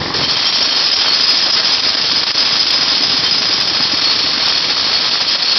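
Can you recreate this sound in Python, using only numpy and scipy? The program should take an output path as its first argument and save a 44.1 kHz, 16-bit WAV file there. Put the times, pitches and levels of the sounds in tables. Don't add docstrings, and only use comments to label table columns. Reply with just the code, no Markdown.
import sys
import numpy as np
from scipy import signal
from scipy.fft import rfft, irfft, next_fast_len
from scipy.io import wavfile
from scipy.ndimage import map_coordinates

SR = 44100
rng = np.random.default_rng(int(sys.argv[2]) if len(sys.argv) > 2 else 0)


def store_pcm(level_fs):
    pcm = np.round(np.clip(level_fs, -1, 1) * 32767).astype(np.int16)
    wavfile.write(sys.argv[1], SR, np.atleast_2d(pcm).T)


N = 246078

# f/Hz, level/dB, t60/s
LOWER_MODES = [(4372, 0, .085)]
UPPER_MODES = [(5046, -5, 0.041), (5031, 8, 0.055), (5977, -16, 0.07)]
# f/Hz, level/dB
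CRUNCH_SPECTRUM = [(60, -39), (200, -6), (420, -3), (620, -0.5), (800, -1), (1150, 2), (1500, 0), (1750, 1),
                   (2300, -1.5), (3200, -3), (6000, -15.5)]
CLATTER_SPECTRUM = [(1200, -37.5), (2400, -9), (2900, -9), (3350, -3), (4000, -3), (4500, 0), (4850, 0),
                    (5200, 0.5), (5450, -4), (5750, -12), (6100, -27)]


def jackhammer():
    times = blow_times()
    crunch_db, clatter_db, lower_db, upper_db = blow_levels(times)
    force = contacts(len(times), gap_s=.0075, strike_db=1.5, scatter_db=2.5, fade_db=2.5, seated_s=.072)
    grit = amp(3.26 * rng.standard_normal(force.shape))
    cracks = grit * bursts(force, rise_s=.00051, t60_s=.015, tail_t60_s=.086)
    crunch = coloured(per_blow(times, cracks, crunch_db), CRUNCH_SPECTRUM)
    rattles = bursts(force, rise_s=.0035, t60_s=.026, tail_t60_s=.082)
    clatter = coloured(per_blow(times, rattles, clatter_db), CLATTER_SPECTRUM)
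    lower = per_blow(times, ringing(force, LOWER_MODES, detune_hz=2.6), lower_db)
    t = np.arange(force.shape[1]) / SR
    early_force = force * amp(-7 * (t / .05) ** 2)
    upper = per_blow(times, ringing(early_force, UPPER_MODES, detune_hz=20), upper_db)
    return crunch + clatter + lower + upper


# t/s, rate/Hz
PISTON_RATE = [(.14, 13.9), (.3, 13.06), (.5, 12.24), (1.0, 13.69), (1.9, 13.62), (3.05, 14.06),
               (3.8, 13.47), (4.2, 13.8), (5.58, 13.76)]


def blow_times(first_s=.067):
    cycles = np.cumsum(curve(PISTON_RATE)) / SR
    cycles -= cycles[round(first_s * SR)]
    return np.searchsorted(cycles, np.arange(int(cycles[-1]) + 1)) / SR


# t/s, level/dB
EFFORT = [(.07, -13.5), (.14, -2.5), (.3, 0), (.5, 0.5), (1.2, 1.5), (1.8, 0), (2.75, .5), (3.2, -.5),
          (4.25, -.5), (4.45, .5), (4.65, -1), (4.9, 1), (5.1, -.5), (5.58, 0)]
# t/s, bias/dB
SEAT_BIAS = [(.25, -3.5), (.5, 0), (1.1, 1.5), (1.7, 3.5), (2.1, -1), (2.5, 1.5), (3.15, -0.5), (3.5, 3),
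             (3.8, 2), (4.0, -3.5), (4.8, -6), (5.05, -1.5), (5.4, -6), (5.58, 0.5)]
# t/s, lower ring change/dB, upper ring change/dB
HARD_BLOWS = [(.76, 5.5, 0.5), (.91, 0, 2.5), (1.06, 8.5, -7), (1.21, 0.5, 1), (1.28, 4.5, 4.5),
              (1.5, 0.5, 2.5), (2.16, 0, 4), (2.38, -0.5, 5), (2.74, -2, 3.5), (3.02, -3.5, 5),
              (3.31, 1, 5), (4.04, 9.5, -3), (4.91, 4, -1.5), (5.42, 4, 0.5), (5.49, 6, -2)]


def blow_levels(times, ring_scatter_db=1.5, noise_scatter_db=.88):
    effort_db, seat_db = at(times, EFFORT), at(times, SEAT_BIAS)
    chance = rng.standard_normal((len(times), 4))
    extra_db = ring_scatter_db * chance[:, :2]
    for time_s, *change_db in HARD_BLOWS:
        extra_db[np.argmin(np.abs(times - time_s))] = change_db
    crunch_db = -25 + noise_scatter_db * chance[:, 2]
    clatter_db = -18 + noise_scatter_db * chance[:, 3]
    lower_db = -26 - .49 * seat_db + extra_db[:, 0]
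    upper_db = -22.5 + seat_db + extra_db[:, 1]
    return effort_db + np.array([crunch_db, clatter_db, lower_db, upper_db])


def contacts(count, gap_s, strike_db, scatter_db, fade_db, seated_s):
    shape, size = (count, 16), SR // 6
    gaps = gap_s * rng.uniform(.5, 1.5, shape)
    delays = np.cumsum(gaps, axis=1) - gaps[:, :1]
    pushes = amp(scatter_db * rng.standard_normal(shape) - fade_db * delays / seated_s)
    pushes *= delays < seated_s
    pushes[:, 0] = amp(strike_db)
    offsets = (delays * SR).astype(int)
    return np.array([np.bincount(offset, push, size)[:size] for offset, push in zip(offsets, pushes)])


def bursts(force, rise_s, t60_s, tail_t60_s, tail_db=-8):
    t = np.arange(force.shape[1]) / SR
    decay = amp(-60 * t / t60_s) ** 2 + amp(tail_db - 60 * t / tail_t60_s) ** 2
    contact_power = decay * (1 - np.exp(-t / rise_s)) ** 2
    power = signal.fftconvolve(force ** 2, contact_power[None], axes=1)[:, :len(t)]
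    return np.sqrt(np.abs(power)) * rng.standard_normal(force.shape)


def ringing(force, modes, detune_hz, rise_s=.0016):
    t = np.arange(force.shape[1]) / SR
    ring = np.zeros(force.shape)
    for hz, db, t60_s in modes:
        gain = amp(db + 2 * rng.standard_normal((len(force), 1)))
        shifted_hz = hz + detune_hz * rng.standard_normal((len(force), 1))
        ring += gain * amp(-60 * t / t60_s) * np.sin(2 * np.pi * shifted_hz * t)
    return signal.fftconvolve(force, ring * (1 - np.exp(-t / rise_s)), axes=1)[:, :len(t)]


# t/s, relative level/dB
PINGS = [(0.236, -23), (0.356, -24.5), (0.454, -21.5), (0.707, -23.5), (0.926, -24), (0.996, -23.5),
         (1.059, -25.5), (3.262, -24.5)]
CLINKS = [(0.47, -21.5), (0.55, -21), (0.625, -20.5), (0.711, -23.5), (0.942, -20), (1.519, -22),
          (3.535, -23)]
# f/Hz, level/dB, t60/s
PING_MODES = [(3130, -3.5, .08), (3180, -6.5, 0.076)]
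CLINK_MODES = [(5487, 0, 0.1), (5505, -1.5, 0.072)]


def steel_chime(events, modes, gain_db, faint_db, fade_db_per_s, lag_s, scatter_db=4):
    blows = blow_times()
    run_db = faint_db - fade_db_per_s * blows + at(blows, EFFORT)
    run_db += scatter_db * rng.standard_normal(len(blows))
    faint_runs = np.column_stack([blows + lag_s, run_db])
    times, level_db = np.vstack([events, faint_runs]).T
    force = contacts(len(times), gap_s=.009, strike_db=3.5, scatter_db=.5, fade_db=5.5, seated_s=.035)
    return per_blow(times, ringing(force, modes, detune_hz=2.6), level_db + gain_db)


# t/s, level/dB
AIR_FLOW = [(0, 1.5), (.12, -1), (.18, 0)]


def air():
    hiss = amp(-26 + 1.6 * wobble(25)) * coloured(rng.standard_normal(N), CLATTER_SPECTRUM)
    roar = amp(-34) * coloured(rng.standard_normal(N), CRUNCH_SPECTRUM)
    return amp(curve(AIR_FLOW)) * (hiss + roar)


SHAFT_HZ = 22.68
# t/s, relative level/dB
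THUMP_LEVEL = [(0, -24), (.22, -19), (.3, -30.5), (1.2, -29.5), (2.7, -27.5), (3.15, -22), (3.65, -20),
               (4.35, -18), (4.55, -30), (5.58, -37)]
# f/Hz, level/dB
PUFF_SPECTRUM = [(30, -20.5), (100, -17), (200, -11), (275, 3.5), (340, -2.5), (480, -17), (1500, -32.5)]


def exhaust(first_s=.007, rise_s=.0027, t60_s=.05, trench_hz=275, scatter_db=1.5, gap_db=4.5):
    times = np.arange(first_s, N / SR, 1 / SHAFT_HZ)
    chance = rng.standard_normal((len(times), 2))
    blows = blow_times()
    piston_cycles = np.interp(times, blows, np.arange(len(blows)))
    between_blows = np.cos(2 * np.pi * (piston_cycles - .65))
    level_db = at(times, THUMP_LEVEL) + gap_db * between_blows + scatter_db * chance[:, 0]
    t = np.arange(SR // 8) / SR
    envelope = (1 - np.exp(-t / rise_s)) * amp(-60 * t / t60_s)
    puffs = amp(level_db)[:, None] * envelope / envelope.max()
    boom_hz = trench_hz * np.exp(.05 * chance[:, 1:])
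    boom = placed(times, puffs * np.sin(2 * np.pi * boom_hz * t))
    rush = placed(times, puffs) * coloured(rng.standard_normal(N), PUFF_SPECTRUM)
    return amp(-8.5) * boom + amp(-12) * rush


# t/s, relative level/dB
DRONE_LEVEL = [(0, -25), (.1, -27.5), (.23, -24), (.25, -32), (.45, -37), (.9, -40.5), (2, -37.5),
               (3.2, -35.5), (4.6, -35.5), (5.58, -41)]
# shaft order, level/dB
SHAFT_ORDERS = [(2, -27.5), (4, -3.5), (6, -9.5), (11, 1.5), (12, 4), (14, 4)]
# f/Hz, level/dB
RUMBLE_SPECTRUM = [(20, -31.5), (45, -9), (70, -2), (110, -0.8), (160, 1), (280, -2.5), (440, -2.5),
                   (650, -8.5), (850, -5.5), (1150, -4), (1420, -12), (1800, -7), (2700, -21), (6000, -36)]


def compressor(first_s=.01702):
    speed = 1 + .0015 * wobble(2)
    angle = 2 * np.pi * SHAFT_HZ * (np.cumsum(speed) / SR - first_s)
    lines = sum(amp(db) * np.sin(order * angle + rng.uniform(0, 2 * np.pi)) for order, db in SHAFT_ORDERS)
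    firing_db = 1.7 * np.cos(angle) + 3 * np.cos(2 * angle) + 2.2 * np.cos(4 * angle)
    rumble = coloured(unit(amp(firing_db) * rng.standard_normal(N)), RUMBLE_SPECTRUM)
    return amp(curve(DRONE_LEVEL)) * (amp(3) * rumble + amp(-8.5) * unit(lines))


def street(x, t60_s=.3, rise_s=.008):
    t = np.arange(SR // 2) / SR
    tail = rng.standard_normal(len(t)) * amp(-60 * t / t60_s) * (1 - np.exp(-t / rise_s))
    return signal.fftconvolve(x, tail / np.linalg.norm(tail))[:N]


def amp(db):
    return 10 ** (np.asarray(db) / 20)


def unit(x):
    return x / np.sqrt(np.mean(x ** 2, axis=-1, keepdims=True) + 1e-20)


def at(times, rows):
    return np.interp(times, *np.transpose(rows))


def curve(rows):
    return at(np.arange(N) / SR, rows)


def wobble(rate_hz):
    knots = rng.standard_normal(int(N * rate_hz / SR) + 4)
    return map_coordinates(knots, [np.arange(N) * rate_hz / SR])


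def filtered(x, response):
    size = next_fast_len(N + SR // 4)
    return irfft(rfft(x, size) * response(np.fft.rfftfreq(size, 1 / SR)), size)[:N]


def coloured(x, spectrum, top_hz=7000):
    points_hz, points_db = np.transpose(spectrum)

    def response(hz):
        db = np.interp(np.log(hz + 1), np.log(points_hz), points_db)
        return unit(amp(db) * (hz < top_hz))
    return filtered(x, response)


def placed(times, sounds):
    where = np.round(np.asarray(times)[:, None] * SR).astype(int) + np.arange(sounds.shape[1])
    return np.bincount(np.maximum(where, 0).ravel(), sounds.ravel(), N)[:N]


def per_blow(times, sounds, level_db):
    cycle_samples = SR / np.mean(np.transpose(PISTON_RATE)[1])
    gain = np.sqrt(cycle_samples / sounds.shape[1]) * amp(level_db)
    return placed(times, unit(sounds) * gain[:, None])


def scene():
    pings = steel_chime(PINGS, PING_MODES, gain_db=-3, faint_db=-32, fade_db_per_s=1.5, lag_s=.01)
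    clinks = steel_chime(CLINKS, CLINK_MODES, gain_db=-2, faint_db=-31, fade_db_per_s=1.3, lag_s=.02)
    knocks = jackhammer() + pings + clinks + exhaust()
    return (knocks + amp(-14) * street(knocks) + air() + compressor())[None]


# t/s, half width/s, depth/dB
LEVEL_DIPS = [(.908, 0.0046, 4), (0.951, .007, 5), (1.518, 0.0064, 6.5), (1.815, 0.0072, 6.5),
              (1.963, 0.0055, 8.5), (2.254, 0.013, 10), (2.330, .0125, 12.5), (5.376, 0.013, 7)]


def record(dry, ceiling=.5, hardness=5, knee=.66, headroom=.053, treble_hz=6020, top_hz=15800):
    t = np.arange(N) / SR
    rounded = dry[0] / (1 + np.abs(dry[0] / ceiling) ** hardness) ** (1 / hardness)
    dip_db = sum(depth * np.exp(-np.abs((t - s) / width) ** 4.8) for s, width, depth in LEVEL_DIPS)
    treble_cut = signal.ellip(12, .1, 90, treble_hz, fs=SR, output="sos")
    dull = signal.sosfilt(treble_cut, rounded * amp(1.07 - dip_db))
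    below_knee = np.clip(dull, -knee, knee)
    clipped = below_knee + headroom * np.tanh((dull - below_knee) / headroom)
    return filtered(clipped, lambda hz: hz ** 2 / (hz ** 2 + 30 ** 2) * (hz < top_hz))[None]


dry = scene()
out = record(dry)
store_pcm(out)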